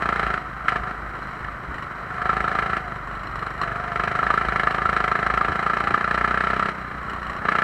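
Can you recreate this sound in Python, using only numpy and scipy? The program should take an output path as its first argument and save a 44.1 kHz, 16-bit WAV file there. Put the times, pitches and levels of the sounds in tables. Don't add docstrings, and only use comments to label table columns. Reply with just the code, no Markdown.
import sys
import numpy as np
from scipy import signal
from scipy.fft import rfft, irfft
from scipy.io import wavfile
from scipy.ndimage import uniform_filter1d

SR = 44100
rng = np.random.default_rng(int(sys.argv[2]) if len(sys.argv) > 2 else 0)


def pcm_store(signal):
    levels = np.round(np.clip(np.atleast_2d(signal), -1, 1) * 32767)
    wavfile.write(sys.argv[1], SR, levels.astype(np.int16).T)


def nominal_scale(level):
    x = np.asarray(level, float) / 20
    return 10 ** x


N = 336483
TIME = np.arange(N) / SR


def evened(x):
    return x / np.sqrt(np.mean(x ** 2) + 1e-20)


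def coloured(spectrum, band=(1000, 2200)):
    hz = np.fft.rfftfreq(N, 1 / SR)
    f, db = np.transpose(spectrum)
    z = rfft(rng.standard_normal(N)) * nominal_scale(np.interp(np.log(hz + 1), np.log(f), db))
    inside = (hz > band[0]) & (hz < band[1])
    return irfft(z, N) * N / np.sqrt(2 * np.sum(abs(z[inside]) ** 2))


def drift(seconds):
    span = max(round(seconds * SR), 2)
    smooth = uniform_filter1d(rng.standard_normal(N), span)
    return evened(uniform_filter1d(smooth, span))


def between(shut_open, throttle):
    shut, opened = shut_open
    return shut + (opened - shut) * throttle


def train(at, size):
    return np.bincount(np.clip(at, 0, N - 1), size, N)


def puff(clicks, rise, t60):
    t = TIME[:6000]
    envelope = (1 - np.exp(-t / rise)) * nominal_scale(-60 * t / t60)
    return signal.oaconvolve(clicks, envelope)[:N]


def rung(modes, at, size, spread_db, rise):
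    t, out = TIME[:4000], np.zeros(N)
    luck = nominal_scale(spread_db * rng.standard_normal((len(at), len(modes))))
    for k, (hz, db, t60) in enumerate(modes):
        decay = nominal_scale(db - 60 * t / t60) * (1 - np.exp(-t / rise))
        ring = (-1) ** k * decay * np.sin(2 * np.pi * hz * t)
        out += signal.oaconvolve(train(at, size * luck[:, k]), ring)[:N]
    return out


# t/s, firing rate/Hz
FIRING_RATE = [(0.0, 29.874), (0.55, 25.363), (0.68, 26.581), (1.9, 25.579), (2.75, 28.023), (2.93, 24.533),
               (3.4, 23.189), (4.22, 26.387), (4.31, 27.583), (4.66, 26.719), (4.89, 27.637),
               (4.98, 26.407), (5.62, 27.981), (6.1, 29.932), (6.2, 29.955), (6.64, 32.724), (6.93, 29.501),
               (7.63, 29.979)]


def firing_rate():
    return np.interp(TIME, *np.transpose(FIRING_RATE))


# start t/s, throttle at start/0-1, throttle at end/0-1
PEDAL_MOVES = [(0, 1, 0.9), (.362, 0.6, .4), (.40, .05, 0), (.662, 0.8, 0.98), (.78, 0.3, 0.25),
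               (0.826, 0.61, .45), (.93, 0.03, 0), (1.94, 0.03, 0.54), (2.198, 0.57, 0.6), (2.242, 0.94, 1),
               (2.612, 0.81, 0.87), (2.75, 0.92, 0.84), (2.79, 0.37, 0.19), (2.98, 0, 0), (3.33, 0, 0.2),
               (3.612, 0.72, 0.51), (3.942, 0.95, 1.02), (5.202, 1, 0.91), (6.101, 0.98, 1.0),
               (6.71, 0.54, 0.1), (6.9, 0.2, 0.07), (7.3, 0, 0.24), (7.442, 1, 0.98)]


def pedal():
    start, first, last = np.transpose(PEDAL_MOVES)
    move = np.maximum(np.searchsorted(start, TIME, side="right") - 1, 0)
    done = (TIME - start[move]) / np.diff(start, append=N / SR)[move]
    opening = first[move] + (last - first)[move] * done
    return uniform_filter1d(opening, round(.02 * SR))


# f/Hz, spectral level/dB per Hz
WIND_SPECTRUM = [(20, -11), (35, -11), (60, 3.5), (110, -3), (200, -7.5), (400, -24), (1000, -48),
                 (2200, -63)]


def wind():
    return nominal_scale(-43.5 + 1.63 * drift(0.076)) * coloured(WIND_SPECTRUM, band=(20, 2200))


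# f/Hz, spectral level/dB per Hz
TYRE_SPECTRUM = [(100, -28), (250, -11), (550, -11), (900, -8), (1300, -1), (2000, -10), (2600, -26),
                 (4500, -37.5), (7000, -45.5), (11000, -53), (16000, -61)]


def tyres(turns, roar_db):
    throb_db = 0.57 * np.cos(2 * np.pi * (turns + 0.014))
    gust_db = 0.13 * drift(0.078) + 0.91 * drift(0.0063)
    return nominal_scale(roar_db + throb_db + gust_db) * coloured(TYRE_SPECTRUM)


# f/Hz, spectral level/dB per Hz
METAL_SPECTRUM = [(700, 1), (1300, 6.5), (2500, -10), (4000, -19), (6000, -31), (8500, -34), (12000, -38),
                  (16000, -51.5)]
# f/Hz, level/dB, t60/s
PANEL_MODES = [(1123, 7.5, 0.033), (1877, 2, 0.032), (2906, -14, 0.049), (4130, -21.5, 0.052),
               (4750, -36, 0.016), (5540, -21.5, 0.027), (7340, -25.5, 0.027), (7700, -31.5, .025),
               (10800, -35, .02)]
# first t/s, last t/s, taps/count
TAP_BURSTS = [
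    (1.149, 1.391, 7),
    (1.743, 1.823, 3),
    (2.879, 2.958, 2),
    (3.073, 3.312, 7),
    (3.352, 3.539, 6),
    (3.577, 3.615, 2),
    (7.031, 7.364, 11),
]
# first level/dB, last level/dB
TAP_LEVELS = [
    (-52, -56),
    (-47.5, -47.5),
    (-50.5, -52.5),
    (-51, -50),
    (-45, -48.5),
    (-47.5, -45),
    (-51, -47.5),
]


def clatter():
    s = np.concatenate([np.linspace(*burst) for burst in TAP_BURSTS])
    levels = zip(TAP_LEVELS, TAP_BURSTS)
    db = np.concatenate([np.linspace(*ends, burst[2]) for ends, burst in levels])
    late, strength = rng.standard_normal((len(s), 2)).T
    at = np.round((s + .0015 * late) * SR).astype(int)
    db = db + 2.5 * strength
    contact = puff(train(at, nominal_scale(db + 12.5)), rise=0.00049, t60=0.11) * coloured(METAL_SPECTRUM)
    return contact + rung(PANEL_MODES, at, nominal_scale(db + 16), spread_db=3.5, rise=0.00057)


# t/s, level/dB, frame f/Hz, seat knock level/dB (re frame), seat knock f/Hz
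SEAM_BUMPS = [(1.678, -30, 63, -8, 285), (2.402, -31, 61, -9, 285), (3.043, -40, 51.1, -15, 287),
              (4.29, -45, 60, 8, 470), (4.466, -26, 57.4, -14, 248), (4.849, -31, 71, -15, 285),
              (5.439, -34, 50.4, -7, 283), (5.487, -26.5, 81, -3, 296), (5.613, -35, 61.9, -3, 283),
              (5.835, -35, 67.3, -2, 260), (5.901, -32, 107, 0, 282)]


def bumps():
    out = np.zeros(N)
    for s, db, hz, knock_db, knock_hz in SEAM_BUMPS:
        t = np.maximum(TIME - s, 0)
        seat = sum(np.sin(2 * np.pi * share * knock_hz * t) for share in (.62, 1, 1.3))
        knock = seat * nominal_scale(knock_db - 60 * t / 0.21)
        swing = np.sin(2 * np.pi * hz * t)
        out += nominal_scale(db + 9.0 - 60 * t / 0.15) * (1 - np.exp(-t / 0.016)) * (swing + knock)
    return out


def chain(turns, whine_db):
    teeth_per_firing, loop_firings, loop_hz, tight_s = 27.75, 6.2, 14.1, 4.53
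    loop = (turns - np.interp(tight_s, TIME, turns)) / loop_firings
    speed = np.gradient(turns) * SR
    mesh_hz = teeth_per_firing * speed + 12.0 * np.maximum(25.6 - speed, 0)
    taut = np.clip((mesh_hz - 750) / 80, 0, 1)
    mesh_hz = mesh_hz + loop_hz * (1 - taut) * np.cos(2 * np.pi * loop)
    jitter = (.11 - .07 * taut) * drift(.015)
    teeth = np.cos(2 * np.pi * (np.cumsum(mesh_hz) / SR + jitter))
    tug_db = 0.15 * np.cos(2 * np.pi * (turns - .03))
    taut_db = 4 * taut * np.clip((whine_db + 53) / 5, -1, 1)
    flutter_db = 2.95 * (1 - taut) * drift(0.0042)
    return np.sqrt(2) * nominal_scale(whine_db - 4.0 + taut_db + tug_db + flutter_db) * teeth


# t/s, lift level/dB, half length/s
FRAME_SHUDDERS = [(.28, 10, 0.13), (0.577, 4, 0.09), (.76, 8, 0.053), (1.0, 5.5, .1), (1.6, 4.5, 0.18),
                  (2.3, 3, .1), (2.8, 5, 0.061), (3.45, 5, .3), (4.0, 9, 0.073), (4.56, 4, .1),
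                  (5.45, 3, .12), (6.3, 9, 0.11), (6.52, 3, .1), (6.92, 6, 0.17), (7.2, 2.5, 0.14)]


def crank_shake(turns, throttle):
    lift_db = sum(db * np.exp(-((TIME - s) / half) ** 2) for s, db, half in FRAME_SHUDDERS)
    shake_db = between((-43.5, -42), throttle) + lift_db
    swing = np.cos(2 * np.pi * (2 * turns + 0.032 * drift(.12) + 0.08))
    return np.sqrt(2) * nominal_scale(shake_db - 3.5 + 3.4 * drift(0.1)) * swing


# f/Hz, level/dB, t60/s
PIPE_MODES = [(126, -4.5, 0.072), (192.7, -0.5, 0.052), (335, -2.5, 0.032), (417, 6, 0.031),
              (600, 3, 0.024), (698, 2.5, 0.067), (905, -3, 0.1)]


def pipe(fired, flame, speed, thump_db):
    thump = nominal_scale(thump_db + 4.5)
    sink = nominal_scale(0.88 * np.minimum(thump_db + 27.5, 0))
    excess = speed - 27
    lowest = thump * nominal_scale(-1.2 * excess) / sink ** 0.49
    second = thump * nominal_scale(0.83 * excess) / sink ** 0.19
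    boom = rung(PIPE_MODES[:1], fired, lowest, spread_db=1.2, rise=0.001)
    boom -= rung(PIPE_MODES[1:2], fired, second, spread_db=0.7, rise=.0008)
    return boom + rung(PIPE_MODES[2:], fired, thump * sink, spread_db=.5, rise=.0008)


# f/Hz, level/dB, t60/s
SHELL_MODES = [(1100, -8.5, 0.01), (1201.6, 5, 0.04), (1347.7, -2.5, 0.061), (1550, 0, 0.015),
               (1721, 0, 0.034), (2150, -7, 0.011)]


def silencer(flame, bark):
    shell = nominal_scale(-1.2) * rung(SHELL_MODES, flame, bark, spread_db=2.5, rise=0.0011)
    back = flame + round(0.003002 * SR)
    return shell + nominal_scale(-5.0) * rung(SHELL_MODES, back, bark, spread_db=5.5, rise=0.00033)


# f/Hz, spectral level/dB per Hz
GAS_SPECTRUM = [(500, -37), (900, -15), (1300, -1.5), (2000, 0), (2600, -11.5), (4500, -25), (6500, -35),
                (11500, -43.5), (12400, -56), (16000, -53)]


def gas_jet(flame, bark, gust):
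    outflow = train(flame, bark * nominal_scale(0.62 * gust))
    flow = puff(outflow, rise=0.0014, t60=0.07) + nominal_scale(-16.5) * puff(outflow, rise=0.002, t60=0.17)
    return nominal_scale(-8.0) * flow * nominal_scale(1.83 * drift(0.0036)) * coloured(GAS_SPECTRUM)


def exhaust(turns, bark_db, thump_db):
    fired = np.flatnonzero(np.diff(np.floor(turns + .12)) > 0)
    late, strength, gust = rng.standard_normal((len(fired), 3)).T
    flame = fired + np.round(.0002 * SR * late).astype(int)
    weak_db = .45 * np.minimum(bark_db[fired] + 26, 0)
    bark = nominal_scale(bark_db[fired] + .9 * strength + weak_db)
    speed = np.gradient(turns)[fired] * SR
    rattle = nominal_scale(-23) * rung(PANEL_MODES[2:], flame, bark, spread_db=4.5, rise=0.0012)
    ringing = silencer(flame, bark) + pipe(fired, flame, speed, thump_db[fired])
    return ringing + rattle + gas_jet(flame, bark, gust)


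def scene():
    speed, throttle = firing_rate(), pedal()
    turns = .26 + np.cumsum(speed) / SR
    stumble_db = between((3.5, .6), np.minimum(throttle, 1)) * drift(0.067)
    pop_db = 8 * (abs(TIME - .68) < .018)
    bark_db = between((-35.5, -17.5), throttle) + stumble_db + pop_db
    thump_db = between((-40, -30), np.minimum(throttle / 0.99, 1)) + 0.43 * stumble_db
    rolling = uniform_filter1d(throttle, round(.09 * SR))
    pull = np.minimum(rolling / 0.51, 1)
    whine_db = between((-53, -35.5), pull) + between((5.0, 1.5), pull) * drift(.07)
    whine_db -= 2.7 * np.maximum(speed - 27.1, 0)
    whine_db -= 25 * np.maximum(23.9 - speed, 0)
    surroundings = wind() + tyres(turns, between((-35.5, -30.5), rolling)) + clatter() + bumps()
    kart = chain(turns, whine_db) + crank_shake(turns, throttle) + exhaust(turns, bark_db, thump_db)
    return (surroundings + kart)[None]


# f/Hz, width/Hz, lift level/dB
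HOUSING_POCKETS = [(510, 110, -1.5), (888, 89, -5), (1332, 70, 1.5), (1670, 90, -3.5), (2682, 72, -8),
                   (2706, 250, 3), (3120, 530, 4.5), (3450, 250, -8), (4030, 240, 9), (4370, 390, -0.5),
                   (5660, 290, 3.5), (6100, 120, -4.5), (7840, 530, 6.5), (9250, 200, -2), (9500, 80, 1.5),
                   (10800, 410, 3), (16200, 1600, -3)]


def housing(x):
    hz = abs(np.fft.fftfreq(4096, 1 / SR))
    lift_db = sum(db / (1 + (2 * (hz - f) / width) ** 2) for f, width, db in HOUSING_POCKETS)
    log_response = np.conj(signal.hilbert(np.log(nominal_scale(lift_db))))
    impulse = np.fft.ifft(np.exp(log_response)).real[:2048]
    return signal.oaconvolve(x, impulse[None], axes=1)[:, :N]


def roll_off(x):
    return signal.sosfilt(signal.butter(12, 15750, fs=SR, output="sos"), x)


def record(dry):
    hissed = dry + nominal_scale(-70.5) * rng.standard_normal(dry.shape)
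    mix = housing(hissed)
    return roll_off(mix)


dry = scene()
out = record(dry)
pcm_store(out)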